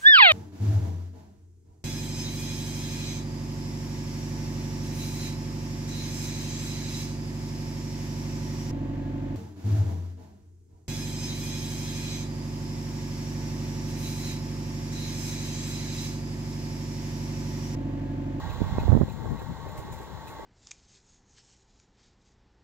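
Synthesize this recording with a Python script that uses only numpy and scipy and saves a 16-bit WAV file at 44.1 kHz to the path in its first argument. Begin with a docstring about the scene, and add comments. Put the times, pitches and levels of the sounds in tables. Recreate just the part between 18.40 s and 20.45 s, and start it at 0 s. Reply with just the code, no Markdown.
"""An oil pumpjack runs in an open field, off to the right of a stereo microphone. Its electric drive hums
and whines, wavering once per shaft turn, and the belt's uneven spot swishes over the pulley on every lap.
Wind buffets the two microphone ports, first hard on the right, then lightly on the left.
A few dry rustles sound close by, over an airy hiss."""
import sys
import numpy as np
from scipy import signal
from scipy.fft import rfft, irfft
from scipy.io import wavfile
from scipy.ndimage import uniform_filter1d

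SR = 44100
rng = np.random.default_rng(int(sys.argv[2]) if len(sys.argv) > 2 else 0)


def generate_wav(sig):
    """Save sig (samples, or channels by samples) to the path in sys.argv[1] as 16-bit PCM at SR."""
    pcm = np.round(np.clip(np.atleast_2d(sig).T, -1, 1) * 32767).astype(np.int16)
    wavfile.write(sys.argv[1], SR, pcm)


N = 90404
T = np.arange(N) / SR
HZ = np.maximum(np.arange(N // 2 + 1) * SR / N, 1)

# Resonances of the motor housing and guard. Each row: pitch in Hz, width in Hz, relative level in dB.
HOUSING_MODES = [(509, 7.4, -62.5), (614.5, 8.1, -60.5), (880, 14.3, -58), (1112, 16, -57),
                 (1599, 12.8, -64.5), (1866, 57, -61.5), (2040, 13, -68), (2131, 5.5, -72)]


def from_db(db):
    """Decibels to gain."""
    return 10 ** (np.asarray(db) / 20)


def rms_one(x):
    """Scale to unit power."""
    return x / np.sqrt(np.mean(x ** 2) + 1e-20)


def steady(x):
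    """Hold the power near one over a sliding 35 ms."""
    return x / np.sqrt(uniform_filter1d(x ** 2, int(0.0346 * SR)) + 1e-6)


def in_time(rows):
    """Join (seconds, value) points by lines."""
    return np.interp(T, *np.transpose(rows))


def at_hz(points):
    """Join (Hz, value) points on a log axis."""
    hz, value = np.transpose(points)
    return np.interp(np.log(HZ), np.log(hz), value)


def noise(gain):
    """Unit noise shaped by a gain at each frequency."""
    return rms_one(irfft(gain * np.exp(2j * np.pi * rng.random(len(HZ))), N))


def drift(rate_hz):
    """Random wander of spread 1, mostly slower than the rate."""
    return noise(1 / (1 + (HZ / rate_hz) ** 2))


def resonance(hz, width_hz):
    """Unit-power gain curve of one resonance."""
    return rms_one(1 / (1 + ((HZ - hz) / width_hz) ** 2))


def tone(pitch_hz):
    """A sine that follows a moving pitch."""
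    return np.sin(2 * np.pi * np.cumsum(pitch_hz) / SR)


def stroke(start, attack_s, decay_s):
    """Linear rise, exponential fall."""
    return np.clip((T - start) / attack_s, 0, 1) * np.exp(-np.maximum(T - start - attack_s, 0) / decay_s)


def swell(peak_s, width_s):
    """Bell-shaped rise and fall around a moment."""
    return np.exp(-((T - peak_s) / width_s) ** 2)


def from_right(pair):
    """Place a sound to the right: it reaches the left port later."""
    # Each row: frequency in Hz, phase lag of the left port in radians.
    left_lag = [(200, -1), (850, 0.11), (1500, 1), (2000, 0.3), (2800, 1.17), (3300, 4), (4300, 3.5),
                (6900, 5), (9300, 7)]
    return np.array([irfft(rfft(pair[0]) * np.exp(-1j * at_hz(left_lag)), N), pair[1]])


def field_noise(gain):
    """Unit stereo noise from the right, partly alike at the two ports."""
    # Each row: frequency in Hz, likeness of the channels from 0 to 1.
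    likeness = [(150, 0.3), (380, 1), (850, 0.88), (1300, 0.93), (1900, 0.79), (3000, 0.59), (3900, 0.44),
                (5800, 0.28), (7000, 0.75), (9000, 0)]
    alike = np.clip(at_hz(likeness), 0, .99)
    mid, side = np.exp(2j * np.pi * rng.random((2, len(HZ))))
    spectra = np.sqrt(1 + alike) * mid + np.sqrt(1 - alike) * side * [[1], [-1]]
    return from_right(rms_one(irfft(gain * spectra, N)))


def hiss():
    """Airy hiss, stronger and further right during the first gust; its top stays steadier."""
    # Colour of the hiss. Each row: frequency in Hz, relative level in dB.
    spectrum = [(1500, -0.5), (2700, 0), (3350, 6), (4100, 7), (4500, -0.5), (5900, -3), (6800, 0.5),
                (7600, -0.5), (8500, -17), (10500, -10), (14000, -9.5), (15600, -0.5)]
    # Its course. Each row: time in seconds, relative level in dB, left minus right in dB.
    course = [(0, -49.5, -2), (.45, -49.5, -3), (.62, -54, -2), (.8, -55, -1), (2.05, -54, -1)]
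    split_hz, top_db, top_follows = 6160, -54.5, 0.36
    times, db, pan_db = np.transpose(course)
    level_db = np.interp(T, times, db)
    balance_db = np.interp(T, times, pan_db) * [[1], [-1]] / 2
    colour = from_db(at_hz(spectrum))
    lower = 1 / (1 + (HZ / split_hz) ** 10)
    body_share = np.sum(colour ** 2 * lower) / np.sum(colour ** 2)
    body = from_db(level_db + balance_db) * field_noise(colour * np.sqrt(lower))
    top_gain = from_db(top_db + top_follows * (level_db - level_db.mean()))
    top = top_gain * field_noise(colour * np.sqrt(1 - lower))
    return np.sqrt(body_share) * body + np.sqrt(1 - body_share) * top


def rustles():
    """Short, dry, grainy brushes close to the microphone."""
    # Each row: start in seconds, level in dB, decay in seconds.
    brushes = [(1.368, -48, 0.036), (1.518, -49, 0.037), (1.622, -56, .025), (1.867, -50.5, 0.048)]
    # Their colour. 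Each row: frequency in Hz, relative level in dB.
    spectrum = [(2000, 6), (4500, -6), (6200, -1), (7400, 1), (8500, -5), (10000, -2.5), (15500, -2.5)]
    level = sum(from_db(db) * stroke(start, 0.0075, decay) for start, db, decay in brushes)
    return level * rms_one(field_noise(from_db(at_hz(spectrum))) * from_db(1.5 * drift(300)))


def squeaks():
    """A thin, rough tone slides upward as one rustle starts."""
    # Each row: start in seconds, level in dB, first pitch in Hz, rise in Hz, decay in seconds.
    slides = [(1.517, -56.5, 6790, 915, 0.027)]
    glide_s, jitter_hz = 0.035, 111
    out = 0
    for start, db, hz, rise_hz, decay in slides:
        glide = 1 - np.exp(-np.maximum(T - start, 0) / glide_s)
        pitch = hz + rise_hz * glide + jitter_hz * drift(370)
        out = out + from_db(db) * stroke(start, .005, decay) * rms_one(tone(pitch))
    return from_right([out, out])


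def port_wind(flow):
    """Wind on one port: rumble that follows the flow, with small eddies coming in lumps on top."""
    # Colour of the wind. Each row: frequency in Hz, relative level in dB.
    spectrum = [(24, -49), (35, -12.5), (55, -0.5), (80, 1.5), (125, -1.5), (180, -6.5), (280, -15),
                (420, -27), (700, -26.5), (1200, -41.5), (2000, -47), (3000, -99)]
    split_hz, eddy_trim_db, lump_db = 290, -0.5, 4.5
    colour = from_db(at_hz(spectrum))
    upper = 1 / (1 + (split_hz / HZ) ** 4)
    eddy_share = np.sqrt(np.sum(colour ** 2 * upper) / np.sum(colour ** 2))
    rumble = steady(noise(colour * np.sqrt(1 - upper)))
    eddies = rms_one(noise(colour * np.sqrt(upper)) * from_db(lump_db * np.clip(drift(54), -2, 2)))
    return from_db(in_time(flow)) * (rumble + from_db(eddy_trim_db) * eddy_share * eddies)


def flutter():
    """Light, lumpy flutter of air across one port, strongest in the lighter gust."""
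    # Each row: time in seconds, relative level in dB.
    course = [(.7, -46), (.79, -44.5), (.82, -40), (.91, -36.5), (.97, -48), (1.02, -40.5), (1.06, -67),
              (1.11, -47), (1.2, -47)]
    # Its low-middle colour. Each row: frequency in Hz, relative level in dB.
    spectrum = [(150, -19), (300, 0), (420, 1), (700, -12), (3000, -57)]
    air = noise(from_db(at_hz(spectrum)))
    lumps = from_db(6 * drift(44))
    return from_db(in_time(course)) * rms_one(air * lumps)


def puffs():
    """Soft, hollow puffs of air across a port."""
    # Each row: peak time in seconds, level in dB, half-width in seconds.
    swells = [(0.704, -38, 0.13), (0.917, -31.5, 0.029), (1.105, -29.5, 0.022), (1.45, -40, 0.0061)]
    level = sum(from_db(db) * swell(peak, width) for peak, db, width in swells)
    return level * noise(resonance(hz=205.5, width_hz=43))


def heave():
    """Deep, even rumble under the first gust."""
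    # Each row: time in seconds, level in dB.
    course = [(0, -43), (.27, -36), (.62, -25), (.67, -75)]
    return from_db(in_time(course)) * steady(noise(resonance(hz=49.7, width_hz=15)))


def wind():
    """Gusts on the microphone: a hard one on the right, then a lighter one on the left."""
    # The flow at each port. Each row: time in seconds, level in dB.
    left_flow = [(0, -40), (.18, -40), (.32, -35), (.4, -26.5), (.48, -36.5), (.55, -30), (.75, -34.5),
                 (.92, -26.5), (.99, -36), (1.1, -34), (1.17, -38.5), (1.28, -34.5), (1.44, -46),
                 (1.51, -36), (1.68, -43.5), (1.75, -35), (1.82, -43), (2.05, -45)]
    right_flow = [(0, -38.5), (.08, -27.5), (.18, -36.5), (.22, -25), (.3, -31), (.39, -31.5), (.43, -28),
                  (.465, -21), (.49, -12), (.535, -10.5), (.595, -23.5), (.632, -21), (.652, -45.5),
                  (.87, -68), (.92, -32.5), (1.04, -81), (1.11, -33), (1.2, -75), (1.38, -42),
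                  (1.53, -46.5), (1.62, -70), (2.05, -55)]
    left = port_wind(left_flow) + from_db(-8) * flutter() + puffs()
    right = port_wind(right_flow) + flutter() + heave()
    return np.array([left, right])


def thumps():
    """Single eddies hit a port as rounded pressure spikes, duller when wider; the port swings back."""
    # Each row: time in seconds, relative level in dB, width in ms, port (0 left, 1 right).
    eddies = [(0.206, -15, 0.41, 1), (0.2179, -3.5, 0.61, 1), (0.269, -9, 1.5, 1), (.326, -8, 1.4, 1),
              (0.3842, -5, 0.3, 1), (0.435, -13.5, 0.33, 1), (.481, -10, 0.35, 1), (.5205, -7.5, 0.24, 1),
              (0.5297, -5.5, 0.34, 1), (.552, -6, 0.34, 1), (.566, 0.5, 0.7, 1), (.575, -8.5, 0.28, 1),
              (0.6127, 0.5, 0.57, 1), (.618, -7.5, 0.26, 1), (.634, -5, 0.74, 1), (.821, -25, 0.19, 1),
              (.858, -19.5, 0.19, 1), (.92, -13, 1, 0), (.943, -23, 0.77, 0), (1.019, -21.5, .17, 1),
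              (1.39, -17, 1.9, 1), (1.515, -20.5, .9, 1), (1.733, -20, 1.7, 0)]
    pressure = np.zeros((2, N))
    for peak_s, db, width_ms, port in eddies:
        falloff = np.exp(-np.abs(T - peak_s) * 1000 / width_ms)
        spike = 2 * falloff / (1 + falloff ** 2)
        pressure[int(port)] += rng.choice([-1, 1]) * from_db(db) * spike
    port_low_cut = signal.butter(2, 90, "high", fs=SR, output="sos")
    return signal.sosfilt(port_low_cut, pressure + 1e-18)


def belt():
    """The belt's uneven spot rubs over the pulley in two strokes a lap, the first with a dull chirp."""
    # Colour of the swish. Each row: frequency in Hz, relative level in dB.
    spectrum = [(4000, -26), (7500, 9), (8600, -15), (11000, -1), (15500, 4.5)]
    # Level of the chirp in dB, lap by lap.
    chirp_db = [-51, -51, -54.5, -56.5, -61, -62, -54]
    # The chirp's resonances. Each row: pitch in Hz, width in Hz, relative level in dB.
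    chirp_modes = [(2570, 144, -5), (3920, 200, -5)]
    first_s, lap_s, gap_s = 0.0935, .2965, 0.028
    attack_s, decay_s, swish_db = 0.013, 0.012, -56
    laps = first_s + lap_s * np.arange(len(chirp_db))
    first_rub = sum(stroke(lap, attack_s, decay_s) for lap in laps)
    second_rub = from_db(-1) * sum(stroke(lap + gap_s, attack_s, decay_s) for lap in laps)
    chirp_level = sum(from_db(db) * swell(lap + 0.012, width_s=0.014) for lap, db in zip(laps, chirp_db))
    squeal = field_noise(sum(from_db(db) * resonance(hz, width) for hz, width, db in chirp_modes))
    swish = from_db(swish_db) * (first_rub + second_rub) * field_noise(from_db(at_hz(spectrum)))
    return swish + chirp_level * squeal


def housing():
    """Each housing resonance is driven without pause: narrow ringing noise around a wavering tone."""
    noise_share, waver_db = 0.76, 1.5
    tones, power = 0, 0
    for hz, width, db in HOUSING_MODES:
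        pitch = hz + width * drift(width) / 2
        waver = from_db(waver_db * drift(6.6))
        tones = tones + from_db(db) * rms_one(waver * tone(pitch))
        power = power + (from_db(db) * resonance(hz, width)) ** 2
    ringing = np.sqrt(noise_share * power.mean()) * field_noise(np.sqrt(power))
    return np.sqrt(1 - noise_share) * from_right([tones, tones]) + ringing


def ring():
    """The second housing resonance rings out for a moment."""
    hz = HOUSING_MODES[1][0]
    return from_db(-46) * swell(peak_s=1.373, width_s=0.033) * np.sin(2 * np.pi * hz * T)


def motor_whine():
    """A fluttering whine whose pitch swings once per shaft turn."""
    shaft_hz, whine_hz, swing_hz, wander_hz = 19.6, 910, 15.8, 2.67
    pitch = whine_hz + swing_hz * np.sin(2 * np.pi * shaft_hz * T) + wander_hz * drift(3.34)
    whine = from_db(-53.5) * rms_one(tone(pitch) * (1 + 0.32 * drift(60)))
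    return from_right([whine, whine])


def drive():
    """The pumpjack's electric drive: a steady rush, the ringing housing and the whine."""
    # Colour of the rush. Each row: frequency in Hz, relative level in dB.
    spectrum = [(120, -13.5), (220, -8), (320, -6.5), (480, -6), (700, -7), (860, 3), (1000, -3),
                (1120, -3.5), (1200, -12.5), (1560, -9.5), (1730, -15.5), (2150, -17), (2350, -35.5),
                (3200, -42)]
    # Heard level of the drive: the recorder turns it down after the hard gust, then it recovers.
    # Each row: time in seconds, gain in dB.
    heard_level = [(0, 3), (.2, 1.5), (.38, 3.5), (.55, -.5), (.7, -4.5), (.85, -1), (1.1, -1.5),
                   (1.36, -0.7), (1.48, -2.5), (1.72, -2), (2.05, -0.5)]
    # Whine and housing tones against the rush. Each row: time in seconds, gain in dB.
    tone_level = [(0, 1.5), (.15, 0.5), (1.8, 0), (2, 4.5)]
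    whine = motor_whine()
    colour = from_db(at_hz(spectrum)) / (1 + (HZ / 4000) ** 10)
    rush = from_db(-46 + 0.37 * drift(43)) * field_noise(colour)
    tones = from_db(in_time(tone_level)) * (housing() + whine)
    return from_db(in_time(heard_level)) * (rush + tones + ring())


def scene():
    """The pumpjack in the open field, with wind on the microphone and rustles nearby."""
    return wind() + drive() + hiss() + belt() + rustles() + squeaks() + thumps()


def record(dry):
    """The top is cut steeply above 15.75 kHz."""
    return signal.sosfilt(signal.ellip(12, .1, 80, 15750, fs=SR, output="sos"), dry)


dry = scene()
out = record(dry)
generate_wav(out)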